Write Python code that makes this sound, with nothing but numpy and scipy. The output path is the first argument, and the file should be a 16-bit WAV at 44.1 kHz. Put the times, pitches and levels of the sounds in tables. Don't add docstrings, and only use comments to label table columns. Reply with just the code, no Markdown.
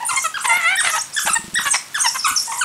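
import sys
import numpy as np
from scipy import signal
from scipy.fft import rfft, irfft, next_fast_len
from scipy.io import wavfile

SR = 44100
rng = np.random.default_rng(int(sys.argv[2]) if len(sys.argv) > 2 else 0)


def master_out(mix):
    frames = np.transpose(np.atleast_2d(mix))
    ceiling = np.clip(frames, -1, 1)
    pcm = np.round(ceiling * 32767).astype(np.int16)
    wavfile.write(sys.argv[1], SR, pcm)


N = 116424

# (start [s], length [s], first pitch [Hz], middle pitch [Hz], last pitch [Hz], level [dB])
YIP_CALLS = [(.002, 0.0404, 831.5, 974, 789.4, -26), (0.089, 0.03035, 1296, 1346, 897, -20),
             (0.099, 0.0494, 1018, 1026, 858.3, -24.5), (0.34, 0.0467, 1537, 1564, 829, -22),
             (0.44, 0.0989, 1087, 955, 895.7, -21), (0.766, 0.0552, 1613, 1825, 953, -20),
             (1.163, 0.0366, 1573, 1729, 987, -17.5), (1.29, 0.02174, 1340, 1304, 1050, -18),
             (1.553, 0.0492, 1639, 1835, 759.4, -17.5), (1.943, 0.0469, 1778, 1536, 883.4, -20),
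             (2.243, 0.03523, 1311, 1186, 952, -17.5), (2.267, 0.0491, 1344, 1460, 1062, -24),
             (2.474, 0.1311, 934.7, 921.6, 1034, -31.5), (2.517, 0.01564, 1294, 1073, 897, -20),
             (2.609, 0.0328, 1581, 1390, 1116, -18.5)]
YIP_PARTIALS_DB = [0.5, -5.5, -10.5]
# (start [s], length [s], first pitch [Hz], middle pitch [Hz], last pitch [Hz], level [dB])
NEAR_SQUEAKS = [(0.048, 0.0538, 8708, 9387, 8984, -21.5), (0.158, 0.0139, 6440, 8050, 11320, -21),
                (0.184, 0.0935, 9516, 5880, 11430, -34.5), (0.473, 0.0296, 10000, 7978, 10830, -22),
                (0.526, 0.0546, 11400, 10940, 11690, -36), (0.752, .022, 8010, 9410, 15180, -20.5),
                (0.789, 0.0398, 8200, 8753, 9616, -22), (0.979, 0.0473, 7300, 5665, 9974, -24.5),
                (1.33, 0.02127, 9646, 8102, 7177, -16.5), (1.542, 0.0181, 8527, 8324, 13330, -21),
                (1.704, 0.0283, 7064, 8520, 7916, -16.5), (1.711, 0.064, 6897, 5894, 5238, -22.5),
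                (1.992, .06, 5698, 6411, 5838, -22.5), (2.001, 0.0288, 7560, 8550, 8460, -15.5),
                (2.056, 0.0472, 5840, 5364, 5753, -20), (2.183, 0.083, 5773, 5163, 5237, -26.5),
                (2.36, 0.0531, 6260, 5480, 5715, -17.5)]
# (start [s], length [s], level [dB])
PACK_FLURRIES = [(0.072, 0.1944, -27), (0.406, 0.148, -28), (0.611, .11, -33), (0.813, 0.1694, -25.5),
                 (1.147, 0.1815, -24.5), (1.613, 0.156, -28), (1.959, 0.24, -29), (2.252, 0.05974, -22),
                 (2.319, 0.277, -29.5), (2.593, 0.046, -22.5)]
THUD_TIMES = [.13, 0.861, 1.659, 2.31]
# (start [s], length [s], first pitch [Hz], last pitch [Hz], level [dB], roughness [0-1],
# mouth resonance [Hz])
YELP_CALLS = [(0.162, 0.03427, 1076, 1045, -19, 0.18, 2272), (0.238, 0.0378, 684.7, 612.4, -19, 0.04, 1351),
              (0.442, 0.02494, 883, 912.4, -19, 0.61, 1960), (0.827, 0.0942, 780, 577.2, -20, 0.6, 1890),
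              (0.918, 0.0532, 638.4, 643.5, -22.5, 0.17, 1225),
              (0.946, 0.0456, 839.2, 948.7, -22.5, 0.63, 1540),
              (1.257, 0.0396, 922, 754.4, -19.5, 0.86, 1480), (1.35, 0.0308, 923.7, 915.2, -18, 0.11, 1870),
              (1.648, 0.0527, 591.9, 546.5, -20, 0.44, 1507), (1.732, 0.038, 975.5, 976.6, -21, 0.85, 2176),
              (2.034, 0.0535, 1106, 827.5, -21, 0.25, 1415), (2.139, 0.0423, 553.8, 506.6, -27, 0.5, 1206)]
# (frequency [Hz], gain [dB])
THROAT_RESPONSE = [(540, -22.5), (850, -1), (3100, -7.5), (4600, -11), (12000, -31.5)]
# (time [s], pitch [Hz], level before its band-pass [dB])
WHINE_COURSE = [(.485, 705.8, -13.5), (0.528, 684, -16.5), (0.581, 723.8, -18.5), (0.62, 654.3, -24),
                (.66, 668.4, -12), (0.714, 745.8, -16.5), (0.736, 771.5, -16.5), (0.766, 779, -19.5)]
GROWL_TIMES = [1.252, 1.305, 1.392, 1.442, 1.481, 1.534, 1.59]
# (frequency [Hz], time to fall 60 dB [s], amplitude [ratio])
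CHEST_MODES = [(201, 0.0481, 0.916), (328.7, 0.0976, 0.287)]
# (frequency [Hz], relative level [dB])
BUSH_SPECTRUM = [(30, -26), (130, 3.5), (450, -3.5), (1100, 3), (8500, -5.5), (14000, -13)]

ATTACK_S, RELEASE_S, FLUTTER_DB, FLUTTER_HZ = 0.00455, 0.00623, 2.5, 87.1
JITTER, JITTER_HZ, RASP = 0.05153, 125.6, 0.436


def undb(db):
    return 10 ** (np.asarray(db) / 20)


def unit(x):
    return x / np.sqrt(np.mean(x ** 2) + 1e-18)


def read_db(points, hz):
    f, db = np.array(points).T
    return np.interp(np.log(hz + 1), np.log(f), db)


def band(x, lo_hz, hi_hz, order=2):
    return signal.sosfilt(signal.butter(order, [lo_hz, hi_hz], "band", fs=SR, output="sos"), x)


def noise(n, gain_at):
    spectrum = rfft(rng.standard_normal(n)) * gain_at(np.fft.rfftfreq(n, 1 / SR))
    return unit(irfft(spectrum, n))


def wobble(n, rate_hz):
    return noise(next_fast_len(n + 2048), lambda f: np.exp(-.5 * (f / rate_hz) ** 2))[:n]


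def clicks(n, per_s):
    return rng.standard_normal(n) * (rng.random(n) < per_s / SR)


def add(out, start, x):
    i = max(int(start * SR), 0)
    out[i:i + len(x)] += x[:max(N - i, 0)]


def gesture(length, pitches):
    u = np.linspace(0, 1, int(length * SR))
    bend = np.polyfit(np.linspace(0, 1, len(pitches)), pitches, len(pitches) - 1)
    ramp = np.minimum(u * length / ATTACK_S, 1) * np.minimum((1 - u) * length / RELEASE_S, 1)
    flutter = undb(FLUTTER_DB * wobble(len(u), FLUTTER_HZ))
    return np.polyval(bend, u), np.sin(ramp * np.pi / 2) ** 2 * flutter


def folds(hz, harmonics_db, rough, rasp_hz=262):
    n = len(hz)
    phase = 2 * np.pi * np.cumsum(hz * (1 + rough * JITTER * wobble(n, JITTER_HZ))) / SR
    out, power = 0, 0
    for k, db in enumerate(harmonics_db, 1):
        gain = undb(db) * (k * hz < SR / 2)
        turn = k * phase + 2 * np.pi * rng.random()
        fringe = wobble(n, rasp_hz) * np.cos(turn) + wobble(n, rasp_hz) * np.sin(turn)
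        out += gain * (np.sin(turn) + rough * RASP * fringe)
        power += gain ** 2 * (1 / 2 + (rough * RASP) ** 2)
    return out / np.sqrt(power)


def bush_air(level_db=-41):
    return undb(level_db) * noise(N, lambda f: undb(read_db(BUSH_SPECTRUM, f)))


def ground(grass_db=-45, paws_db=-63):
    crackle = clicks(N, per_s=1500) * rng.exponential(size=N)
    grass = band(crackle, 2000, 10300, order=5)
    patter = band(clicks(N, per_s=30), 76.4, 153)
    return undb(grass_db) * unit(grass) + undb(paws_db) * unit(patter)


def yips(full_voice_db=-18, fade_db_per_octave=-4.5):
    out = np.zeros(N)
    for start, length, *pitches, db in YIP_CALLS:
        hz, envelope = gesture(length, pitches)
        fade_db = fade_db_per_octave * np.log2(hz.max() / hz)
        harmonics_db = [h * db / full_voice_db + k * fade_db for k, h in enumerate(YIP_PARTIALS_DB)]
        rough = 0.1217 + 1.22 * (1 - hz / hz.max())
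        add(out, start, undb(db + fade_db) * envelope * folds(hz, harmonics_db, rough))
    return out


def trees(x, wet_db, t60_s=0.2805):
    t = np.arange(SR // 2) / SR
    tail = band(clicks(len(t), per_s=1000), 210, 16930) * undb(-60 * t / t60_s)
    return x + undb(wet_db) * signal.fftconvolve(x, tail / np.linalg.norm(tail))[:N]


def whistle(length, pitches, rough):
    hz, envelope = gesture(length, pitches)
    return envelope * folds(hz, [0, -24.5], rough, rasp_hz=642)


def squeaks():
    out = np.zeros(N)
    for start, length, *pitches, db in NEAR_SQUEAKS:
        add(out, start, undb(db) * whistle(length, pitches, rough=0.4334))
    return out


def twitter(per_s=300, squeak_s=0.024, pitch_hz=8520, spread=.17, bend=0.12):
    out = np.zeros(N)
    for start, length, db in PACK_FLURRIES:
        for time in np.arange(start, start + length, 1 / per_s):
            pitches = pitch_hz * np.exp(spread * rng.uniform(-2, 1.3) + bend * rng.standard_normal(3))
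            onset = time - squeak_s * rng.random()
            add(out, onset, undb(db) * whistle(squeak_s, pitches, rough=0.7664))
    return out / np.sqrt(per_s * squeak_s)


def thuds(thud_db=-38.5, knock_db=-20.5, knock_at_s=0.57):
    out, t = np.zeros(N), np.arange(SR // 10) / SR

    def impact(lo_hz, hi_hz, decay_s):
        return unit(band(rng.standard_normal(len(t)), lo_hz, hi_hz)) * np.exp(-t / decay_s)

    for start in THUD_TIMES:
        add(out, start, undb(thud_db) * impact(57.7, 342, decay_s=0.0192))
    add(out, knock_at_s, undb(knock_db) * impact(108, 2720, decay_s=0.0043))
    return out


def open_mouth(hz, mouth_hz, peak_db=8.5, width_octaves=0.1375, dull_db_per_octave=-11.5):
    octaves = np.log2(hz / mouth_hz)
    resonance_db = peak_db * np.exp(-.5 * (octaves / width_octaves) ** 2)
    return read_db(THROAT_RESPONSE, hz) + resonance_db + dull_db_per_octave * np.maximum(octaves - 1, 0)


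def cry(hz, rough, mouth_hz, lurch=0.0395, turbulence=0.892):
    hz = hz * (1 + lurch * rough * wobble(len(hz), rate_hz=44.4))
    tone = folds(hz, [open_mouth(k * hz, mouth_hz) for k in range(1, 11)], rough)
    rush = noise(len(hz), lambda f: undb(open_mouth(f + 1, mouth_hz)))
    air_share = np.minimum(turbulence * rough ** 2, 1)
    return np.sqrt(1 - air_share) * tone + np.sqrt(air_share) * rush


def yelps():
    out = np.zeros(N)
    for start, length, *pitches, db, rough, mouth_hz in YELP_CALLS:
        hz, envelope = gesture(length, pitches)
        swell = unit(np.sqrt(np.hanning(len(hz))))
        add(out, start, undb(db) * envelope * swell * cry(hz, rough, mouth_hz))
    return out


def whine():
    out = np.zeros(N)
    times, pitches, db = np.array(WHINE_COURSE).T
    t = np.arange(times[0], times[-1], 1 / SR)
    effort = undb(np.interp(t, times, db))
    voice = cry(np.interp(t, times, pitches), rough=0.1251 * effort.max() / effort, mouth_hz=2066)
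    add(out, times[0], effort * signal.windows.tukey(len(t), .1) * voice)
    return band(out, 827, 2970)


def growl(gain_db=-27):
    out, t = np.zeros(N), np.arange(SR // 10) / SR
    ring = sum(gain * np.sin(2 * np.pi * hz * t) * undb(-60 * t / t60) for hz, t60, gain in CHEST_MODES)
    for start in GROWL_TIMES:
        add(out, start, undb(gain_db) * ring)
    return out


def scene():
    calls = trees(yips(), wet_db=-4)
    calls += trees(squeaks() + twitter(), wet_db=-7.5)
    calls += trees(yelps() + whine() + growl(), wet_db=-11)
    return (bush_air() + ground() + calls + thuds())[None]


def record(dry):
    return signal.sosfilt(signal.ellip(10, .2, 80, 15600, fs=SR, output="sos"), dry)


dry = scene()
out = record(dry)
master_out(out)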